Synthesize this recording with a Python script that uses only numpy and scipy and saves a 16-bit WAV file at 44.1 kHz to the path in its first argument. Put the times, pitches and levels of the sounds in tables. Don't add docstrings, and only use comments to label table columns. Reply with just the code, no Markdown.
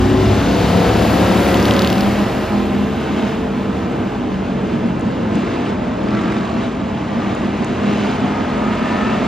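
import sys
import numpy as np
from scipy import signal
from scipy.fft import rfft, irfft, next_fast_len
from scipy.io import wavfile
from scipy.ndimage import uniform_filter1d

SR = 44100
rng = np.random.default_rng(int(sys.argv[2]) if len(sys.argv) > 2 else 0)


def unload_audio(sound):
    columns = np.transpose(np.atleast_2d(sound))
    steps = np.round(np.clip(columns, -1, 1) * 32767)
    wavfile.write(sys.argv[1], SR, steps.astype(np.int16))


N = 408807
TIME = np.arange(N) / SR

# t/s, engine cycle rate/Hz (8 firings a cycle), level/dB
NEAR_RUN = [(0.0, 32.68, -14), (0.15, 33.93, -15.5), (0.3, 34.08, -15.5), (0.55, 35.24, -26)]
FIRST_RUN = [(0.2, 33.73, -20), (0.5, 34.94, -14.5), (0.8, 35.7, -15), (1.2, 36.95, -15.5),
             (1.55, 38.0, -21), (1.9, 39.83, -19.5), (2.3, 41.55, -23), (2.6, 41.84, -24.5)]
CRACKLER_RUN = [(0.6, 30.1, -27), (0.85, 31.5, -20.5), (1.1, 33.95, -19), (1.4, 35.63, -15),
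                (1.6, 36.04, -14), (1.8, 36.4, -16), (2.0, 37.67, -23), (2.2, 40, -21.5), (2.5, 41.34, -31)]
SPRINTER_RUN = [(3.0, 44.22, -25), (3.25, 44.8, -32), (3.6, 45.98, -29), (4.05, 47.2, -24.5),
                (4.3, 46.43, -36), (4.6, 47.3, -27), (4.85, 47.56, -27.5), (5.05, 46.56, -28.5),
                (5.5, 48.12, -23.5), (5.7, 48.3, -26.5), (5.9, 49.76, -41)]
LEADER_RUN = [(5.6, 35.45, -34), (6.0, 36.7, -29), (6.25, 37.45, -24.5), (6.8, 38.05, -30.5),
              (7.3, 39.35, -24.5), (7.65, 40.55, -29.5), (7.9, 40.75, -22), (8.2, 42.0, -22.5),
              (8.5, 42.7, -23.5), (8.9, 43.7, -21.5), (9.27, 44.6, -24.5)]


def gain_of(db):
    return 10 ** (np.asarray(db) / 20)


def evened(x):
    return x / np.sqrt(np.mean(x ** 2) + 1e-20)


def read(points, hz):
    f, value = np.transpose(points)
    return np.interp(np.log(hz + 1), np.log(f + 1), value)


def filtered(x, response):
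    size = next_fast_len(len(x) + 2048)
    return irfft(rfft(x, size) * response(np.fft.rfftfreq(size, 1 / SR)), size)[:len(x)]


def wander(t, per_s):
    knots = signal.resample_poly(rng.standard_normal(800), 8, 1)
    return np.interp(t * per_s * 8, np.arange(len(knots)), knots)


def humps(rows, t=TIME):
    return sum(db * np.cos(np.pi * np.clip((t - middle) / length, -.5, .5)) ** 2
               for middle, length, db in rows)


def snaps(rows, colour, level_db, decay_s, scatter):
    out, t = np.zeros(N), np.arange(512) / SR
    for s, db, treble_db in rows:
        snap = scatter * rng.standard_normal(len(t)) * np.exp(-t / decay_s) + (t == 0)
        snap = filtered(np.pad(snap, 64),
                        lambda f: gain_of(read(colour, f) + treble_db * np.clip(f / 6000 - .6, 0, 1)))
        part = out[round(s * SR) - 64:][:len(snap)]
        part += gain_of(db + level_db) * snap[:len(part)] / abs(snap).max()
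    return out


def seat_ticks():
    # t/s, relative peak/dB, extra treble/dB
    ticks = [(4.996, -38, 12), (5.01, -38, 4), (5.354, -34, -5), (6.3212, -36, 0), (7.3502, -33, -3),
             (7.646, -29, -7)]
    # f/Hz, level/dB
    colour = [(2000, -21), (5000, -10), (7200, 10), (10000, -2), (14000, -38)]
    return snaps(ticks, colour, level_db=5.0, decay_s=.002, scatter=0.71)


def stands(x):
    # f/Hz, time to fade by 60 dB/s
    echo_times = [(100, 2.6), (500, 0.9), (2000, 0.99), (8000, 0.44)]
    echoes = rng.standard_normal((3, SR)) * (rng.random((3, SR)) < 2000 / SR)
    hz, t, spectrum = signal.stft(echoes, SR, nperseg=256)
    decay = gain_of(-60 * t / read(echo_times, hz)[:, None])
    tails = signal.istft(spectrum * decay, SR, nperseg=256)[1]
    turn = 2 * np.pi * (.4 * TIME + np.arange(3)[:, None] / 3)
    return signal.oaconvolve(x * np.cos(turn), tails, axes=1)[:, :N].sum(0)


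def firings(cycle_hz, uneven, misfire):
    stroke = np.arange(int(9 * cycle_hz * N / SR))
    t = stroke / (8 * cycle_hz)
    revs = .07 * np.sin(2 * np.pi * (t / 7 + rng.random())) + .015 * wander(t, 1.6) + .006 * wander(t, 12)
    at_sample = np.cumsum(SR / (8 * cycle_hz * (1 + revs))).astype(int)
    cylinder = evened(signal.detrend(rng.standard_normal(8), type="constant"))
    chance = rng.standard_normal(6000)
    force = (.35 + uneven * cylinder[stroke % 8] + misfire * chance[stroke]) * gain_of(2 * wander(t, 1.5))
    return np.bincount(at_sample, force, N)[:N]


def throttle(rise_s=0.11, cut_s=0.086):
    bursts = [(2.976, 3.29, 4), (4.5, 4.802, 1), (5.25, 5.687, 5.5), (6.027, 6.4, 4), (6.47, 6.625, 5),
              (7.098, 7.453, 2), (7.793, 8.137, 4), (8.85, 9.2, 1)]
    return sum(db * np.clip((TIME - down) / rise_s, 0, 1) * np.clip(1 - (TIME - up) / cut_s, 0, 1)
               for down, up, db in bursts)


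def pack_gain(db, closeness_share, burst_share):
    # t/s, relative level/dB
    closeness = [(0, -5.5), (.8, 0), (1.85, -1), (2.75, -6), (4.2, -10.5), (7, -10.5), (7.6, -7),
                 (8.55, -6.5), (8.95, -4.5), (9.27, -3.5)]
    closeness_db = np.interp(TIME, *np.transpose(closeness))
    return gain_of(db + closeness_share * closeness_db + burst_share * throttle())


def passing(nearest_s, crossing_s, db, falloff_db):
    return gain_of(db - falloff_db * np.log10(np.hypot(1, (TIME - nearest_s) / crossing_s)))


def roar_band(x, lo_hz, hi_hz):
    # f/Hz, level/dB
    colour = [(25, -32), (39, -31), (50, -3.5), (72, -0.5), (108, -5.5), (152, -8.5), (195, 1), (235, 3),
              (340, -6), (460, -12.5), (750, -11.5), (1050, -17.5), (1500, -25.5), (2900, -25.5),
              (5500, -38.5), (10000, -38.5)]
    band = filtered(x, lambda f: gain_of(read(colour, f))
                    / np.sqrt((1 + (f / hi_hz) ** 12) * (1 + (lo_hz / (f + 1)) ** 12)))
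    return band / np.sqrt(abs(uniform_filter1d(band ** 2, size=SR // 4)) + 1e-20)


def dirt_spray(gas):
    # f/Hz, level/dB
    colour = [(6000, -14), (8000, 3.5), (10000, 5.5), (12000, 1), (14000, 0.5), (15500, -9)]
    spatter = gain_of(wander(TIME, per_s=7))
    hiss = filtered(.3 * gas + rng.standard_normal(N), lambda f: gain_of(read(colour, f)) * (f > 5000))
    return evened(hiss) * spatter


def pack(puff_s=0.00077):
    # base level/dB, share of closeness, share of throttle
    rumble = (-33, 0.027, -0.18)
    boom = (-23, 0.055, .05)
    bark = (-24, 0.5, 0.37)
    buzz = (-28.5, 0.92, 0.75)
    fizz = (-80, .68, .2)
    # nearest at t/s, time to drive their distance from the seats/s,
    # level/dB, loss per tenfold distance/dB
    rumble_pass = (0, 0.9, -21, 37)
    boom_pass = (-0.65, 0.5, -18.5, 28.5)
    spray_pass = (1.39, 0.75, -39, 46.5)
    # middle/s, length/s, gain/dB
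    swells = [(.12, 0.7, 2), (1.75, 1, 2), (2.45, 0.21, -4.5), (2.62, 0.17, -7), (3.12, 0.14, 2),
              (4.87, 0.87, 3.5), (5.36, 0.2, 6), (6.15, 0.5, 1), (7.9, 0.11, 3.5), (8.26, 0.13, 4),
              (8.8, 0.86, -0.5)]
    pulses = evened(sum(firings(hz, uneven=1.39, misfire=0.82) for hz in np.linspace(36, 51, num=10)))
    puff_power = signal.lfilter([1], [1, -np.exp(-1 / (puff_s * SR))], abs(pulses))
    gas = evened(np.sqrt(puff_power) * rng.standard_normal(N))
    echoes = evened(stands(pulses))
    low = echoes + 0.31 * pulses + .5 * gas
    high = echoes + 0.27 * pulses + gas
    flutter = gain_of(.5 * wander(TIME, per_s=17))
    boom_gain = np.hypot(pack_gain(*boom), passing(*boom_pass)) * gain_of(humps(swells))
    return (roar_band(low, 20, 145) * np.hypot(pack_gain(*rumble), passing(*rumble_pass))
            + roar_band(low, 124, 398) * boom_gain
            + roar_band(low, 392, 1500) * pack_gain(*bark)
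            + roar_band(high, 1323, 7620) * pack_gain(*buzz) * flutter
            + dirt_spray(gas) * np.hypot(pack_gain(*fizz), passing(*spray_pass)) * flutter)


def pipe(x, centre_hz, width):
    return filtered(x, lambda f: np.exp(-(np.log((f + 1) / centre_hz) / width) ** 2 / 2))


def rasp(run, level_db, sharpness, centre_hz, width=0.8):
    s, cycle_hz, run_db = np.transpose(run)
    cycles = np.cumsum(np.interp(TIME, s, cycle_hz)) / SR
    puffs = np.exp(-sharpness * (cycles * 8 % 1))
    repeating = np.interp(cycles % 1, np.linspace(0, 1, 1200), rng.standard_normal(1200))
    gas = pipe(puffs * (repeating + .5 * rng.standard_normal(N)), centre_hz, width)
    return evened(gas) * gain_of(level_db + np.interp(TIME, s, run_db, left=-120, right=-120))


def exhaust_rasps():
    return (rasp(NEAR_RUN, level_db=-19.5, sharpness=0.92, centre_hz=2320)
            + rasp(FIRST_RUN, level_db=-17.5, sharpness=1.0, centre_hz=2900, width=0.62)
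            + rasp(CRACKLER_RUN, level_db=-14, sharpness=3.2, centre_hz=1700)
            + rasp(LEADER_RUN, level_db=-14.5, sharpness=2.0, centre_hz=1270)
            + rasp(SPRINTER_RUN, level_db=-25, sharpness=2.5, centre_hz=1800))


def pops(run, level_db, centre_hz, decay_s, width=0.45):
    s, cycle_hz, run_db = np.transpose(run)
    speed = np.interp(TIME, s, cycle_hz)
    cycles = np.cumsum(speed * (TIME >= s[0])) / SR
    force = gain_of(2 * rng.standard_normal(500))[cycles.astype(int)]
    puffs = force * np.exp(-(cycles % 1) / speed / decay_s) * (cycles > 0) * rng.standard_normal(N)
    loudness = gain_of(level_db + np.interp(TIME, s, run_db, left=-120, right=-120))
    return pipe(puffs, centre_hz, width) * loudness


def exhaust_leaks():
    # t/s, engine cycle rate/Hz, relative level/dB
    crackler = [(1.3212, 35.9, -12), (1.6, 35.97, 0), (1.75, 36.3, 0), (1.85, 36.8, 0), (1.9, 37.15, -2),
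                (2.06, 37.6, -12)]
    sprinter = [(5.35, 47.7, -8), (5.5, 48, 0), (5.68, 48.35, 0), (5.76, 48.7, -8)]
    blarer = [(6.02, 45.8, -6), (6.15, 46.5, 0), (6.35, 46, 0), (6.65, 45.2, -8)]
    return (pops(crackler, level_db=-9.5, centre_hz=3700, decay_s=0.00098)
            + pops(sprinter, level_db=-15.5, centre_hz=1980, decay_s=0.0013)
            + pops(blarer, level_db=-16, centre_hz=1580, decay_s=0.0027, width=0.68))


def fuel_cracks():
    # t/s, relative peak/dB, extra treble/dB
    cracks = [(1.544, -8.5, 2), (1.655, -10, 0), (1.7103, -8.5, -7), (1.7655, -14, -2), (1.793, -9, -5),
              (1.8203, -8, 4), (1.8477, -9, 1), (1.8747, -7, 2), (1.9016, -10, 0), (1.9285, -7, 2),
              (2.0087, -11, 4)]
    # f/Hz, level/dB
    colour = [(500, -14), (1500, -7), (3000, 17.5), (4800, 11), (6500, -2.5), (9000, -5), (13500, -3),
              (16000, -10)]
    return snaps(cracks, colour, level_db=4.0, decay_s=0.00063, scatter=0.18)


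def car(run, tones, weak_db, fade_db, flares=(), jitter=0.00184, fades_per_s=7, knee_hz=635,
        path_radians=0.48):
    s, cycle_hz, level_db = np.transpose(run)
    step = 6
    t = np.arange(max(s[0], 0), min(s[-1], N / SR), step / SR)
    speed = np.interp(t, s, cycle_hz) * (1 + jitter * wander(t, 14))
    cycles = np.cumsum(speed) * step / SR
    strong = {round(k): db for k, db in tones}
    sound = 0
    for k in range(2, 62):
        db = strong.get(k, weak_db - 10 * np.log10(1 + (k * cycle_hz.mean() / knee_hz) ** 3))
        db = db + humps([row[1:] for row in flares if round(row[0]) == k], t)
        fade = .8 if k in strong else 1
        phase = 2 * np.pi * rng.random() + fade * path_radians * wander(t, fades_per_s)
        strength = gain_of(db + fade * fade_db * wander(t, fades_per_s))
        sound = sound + strength * np.cos(2 * np.pi * k * cycles + phase)
    sound = signal.resample_poly(evened(sound) * gain_of(np.interp(t, s, level_db)), step, 1)
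    return np.interp(TIME, t[0] + np.arange(len(sound)) / SR, sound, left=0, right=0)


def single_cars():
    # t/s, engine cycle rate/Hz, level/dB
    droner_run = [(2.25, 40.5, -34), (2.48, 41.2, -28), (2.56, 41.2, -17), (2.75, 40.8, -18),
                  (2.97, 40.1, -21), (3.2, 41.35, -22), (3.5, 40.15, -24.5), (3.85, 39.15, -27),
                  (4.05, 39.5, -26), (4.28, 38.2, -27), (4.45, 38.85, -26.5), (4.75, 38.35, -25.5),
                  (5.0, 36.9, -28), (5.22, 35.25, -27), (5.5, 36.3, -36)]
    far_run = [(2.35, 41.7, -26), (2.6, 41.9, -39), (3.0, 40.45, -33), (3.5, 37.76, -39), (4.0, 37.65, -36),
               (4.35, 37.28, -28.5), (4.7, 35.93, -34)]
    lifter_run = [(4.7, 44.3, -38), (4.9, 43.26, -29), (5.05, 41.2, -31), (5.25, 37.7, -25.5),
                  (5.4, 37, -41)]
    chaser_run = [(5.4, 39.0, -37), (5.8, 40.17, -23), (6.2, 42.34, -24), (6.6, 44.33, -25),
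                  (6.85, 45.25, -36), (7.05, 45.1, -27.5), (7.45, 47.7, -27), (7.75, 47.34, -24),
                  (8.05, 48.6, -28), (8.3, 48.5, -25.5), (8.6, 49.45, -28), (9.27, 49.63, -25)]
    blarer_run = [(6.0, 45.84, -37), (6.15, 46.4, -23.5), (6.3, 46.3, -24.5), (6.42, 45.46, -32),
                  (6.55, 45.7, -32)]
    third_run = [(6.4, 39.8, -37), (6.8, 41.2, -41), (7.2, 42.15, -32), (7.8, 42.04, -44),
                 (8.05, 44.03, -46), (8.35, 44.07, -28.5), (8.6, 44.54, -34), (8.9, 43.45, -33)]
    fourth_run = [(8.0, 42, -45), (8.3, 43.7, -43), (8.62, 46.1, -27.5), (8.85, 46.67, -25),
                  (9.05, 47.1, -24.5), (9.27, 47.8, -27.5)]
    # multiple of the cycle rate, relative level/dB
    near_tones = [(2, -3), (3, 1), (8, -2), (11, 0), (15, -13), (18, -14)]
    first_tones = [(2, -6), (3, -2.5), (5, 0.5), (6, -5.5), (8, -7), (9, -6.5), (11, -8.5), (13, -8),
                   (14, -10), (15, -10.5), (16, -15.5), (17, -11), (19, -7), (20, -10), (21, -12.5),
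                   (25, -14.5)]
    crackler_tones = [(2, -3.5), (3, -3), (5, 1), (6, -1), (7, -3), (8, -1), (9, -3), (10, -3), (11, -4),
                      (13, -4), (15, -2.5), (16, -5), (20, -10), (26, -15), (28, -14), (34, -16)]
    droner_tones = [(2, -11), (5, 0), (6, -5), (8, -11), (9, -12), (11, -5.5), (15, -9.5), (19, -19),
                    (20, -18), (25, -21)]
    far_tones = [(2, -7), (5, 2), (11, -10.5), (12, -7), (13, -21), (15, -11), (22, -10.5)]
    sprinter_tones = [(5, -3.5), (7, -6), (10, -10.5), (20, -24), (22, -18.5), (23, -19), (28, -22),
                      (33, -23)]
    lifter_tones = [(3, -0.5), (14, -15), (33, -30)]
    leader_tones = [(5, 1.5), (6, -6), (10, -12), (13, -17), (14, -14), (15, -15), (20, -14), (24, -21),
                    (29, -18), (30, -19)]
    chaser_tones = [(3, -7), (5, 2.5), (9, -10), (11, -13), (13, -13), (15, -8), (16, -15), (20, -16),
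                    (36, -25)]
    blarer_tones = [(4, -6.5), (7, 1.5), (12, -18), (25, -10), (27, -14), (29, -10), (30, -14), (35, -15),
                    (36, -26)]
    third_tones = [(21, -4), (24, -8), (25, -11), (28, 0), (29, -7), (34, -13), (37, -11), (46, -14)]
    fourth_tones = [(13, -1), (14, -6), (15, -6), (16, -6), (21, -1), (26, -3), (27, -3), (28, -5),
                    (38, -8)]
    # multiple, middle/s, length/s, gain/dB
    near_flares = [(11, 0.063, 0.49, 6.5)]
    first_flares = [(5, 0.32, .7, -13), (13, 0.81, 0.33, 6), (21, 0.99, 1, 5), (2, 2.16, 0.23, 8),
                    (5, 2.1, 0.63, 6)]
    crackler_flares = [(10, 1.34, 0.49, 3.9), (15, 1.72, .4, 3.8), (5, 1.995, 0.45, 5.62)]
    droner_flares = [(11, 2.66, 0.83, -9), (15, 2.72, 1.3, -9.5), (6, 3.3, 1.1, -9), (11, 3.41, .4, 8)]
    chaser_flares = [(36, 8.97, .55, 15)]
    fourth_flares = [(38, 8.98, 0.49, 5.8), (14, 8.85, .35, 5)]
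    return (car(NEAR_RUN, near_tones, flares=near_flares, weak_db=-14, fade_db=4, knee_hz=447)
            + car(FIRST_RUN, first_tones, flares=first_flares, weak_db=-20.5, fade_db=2.5, knee_hz=1010)
            + car(CRACKLER_RUN, crackler_tones, flares=crackler_flares, weak_db=-15.5, fade_db=3,
                  knee_hz=1048.6, jitter=0.0034, fades_per_s=10.93)
            + car(droner_run, droner_tones, flares=droner_flares, weak_db=-25, fade_db=3.5,
                  path_radians=0.6)
            + car(far_run, far_tones, weak_db=-16, fade_db=2, knee_hz=500)
            + car(SPRINTER_RUN, sprinter_tones, weak_db=-16.5, fade_db=2.5)
            + car(lifter_run, lifter_tones, weak_db=-16.5, fade_db=-0.5)
            + car(LEADER_RUN, leader_tones, weak_db=-16, fade_db=1.5)
            + car(chaser_run, chaser_tones, flares=chaser_flares, weak_db=-13.5, fade_db=3.5, jitter=.002)
            + car(blarer_run, blarer_tones, weak_db=-21, fade_db=2, knee_hz=1200)
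            + car(third_run, third_tones, weak_db=-12, fade_db=3, knee_hz=850)
            + car(fourth_run, fourth_tones, flares=fourth_flares, weak_db=-11, fade_db=3,
                  knee_hz=1200, jitter=.0025, fades_per_s=12))


def microphones(echoing, direct):
    # f/Hz, likeness (1 = the same)
    likeness = [(100, 1), (220, 0.9), (400, 0.92), (650, 0.66), (1050, 0.63), (1500, 0.97), (2200, 1),
                (3200, 0.93), (5200, 0.85), (6000, 0.26), (8100, 0.52), (8400, 1), (9300, 0.99),
                (10000, 0.61), (12000, 0.46), (13000, 1)]
    # f/Hz, lead of the left side/radians
    left_lead = [(2700, 0), (3000, .5), (5250, .4), (5750, -1.5), (6700, -.75), (8300, -3.1), (9400, -3.2),
                 (10000, -4.1), (12800, -6.28)]
    # t/s, lead of the left side in the midrange/radians
    bearing = [(0, 0.46), (1.5, -0.14), (3, -0.76), (5, -1.2), (9.3, -0.99)]
    frames = dict(fs=SR, nperseg=1024, noverlap=768)
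    hz, t, spectrum = signal.stft(echoing, **frames)
    scrambled = spectrum * np.exp(2j * np.pi * rng.random(spectrum.shape)) * 1.87
    alike = np.clip(read(likeness, hz), 0, 1)[:, None]
    common = np.sqrt((1 + alike) / 2) * spectrum + signal.stft(direct, **frames)[2]
    apart = np.sqrt((1 - alike) / 2) * scrambled
    midrange = np.exp(-(np.log((hz + 1) / 760) / 0.68) ** 2)[:, None]
    swing = midrange * np.interp(t, *np.transpose(bearing))
    lean = gain_of(midrange * np.interp(t, [1.3, 2.5], [2.6, -.4]))
    left = (common + apart) * lean * np.exp(.5j * swing)
    right = (common - apart) / lean * np.exp(-.5j * swing - 1j * read(left_lead, hz)[:, None])
    return signal.istft(np.array([left, right]), **frames)[1][:, :N]


def scene():
    echoing = single_cars() + exhaust_rasps() + pack()
    direct = exhaust_leaks() + fuel_cracks() + seat_ticks()
    return microphones(echoing, direct)


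def record(dry):
    rounded = dry / (1 + (dry / .95) ** 8) ** (1 / 8)
    treble_cut = signal.firwin(511, 15750, window=("kaiser", 9), fs=SR)
    return signal.oaconvolve(rounded, treble_cut[None], "same")


dry = scene()
out = record(dry)
unload_audio(out)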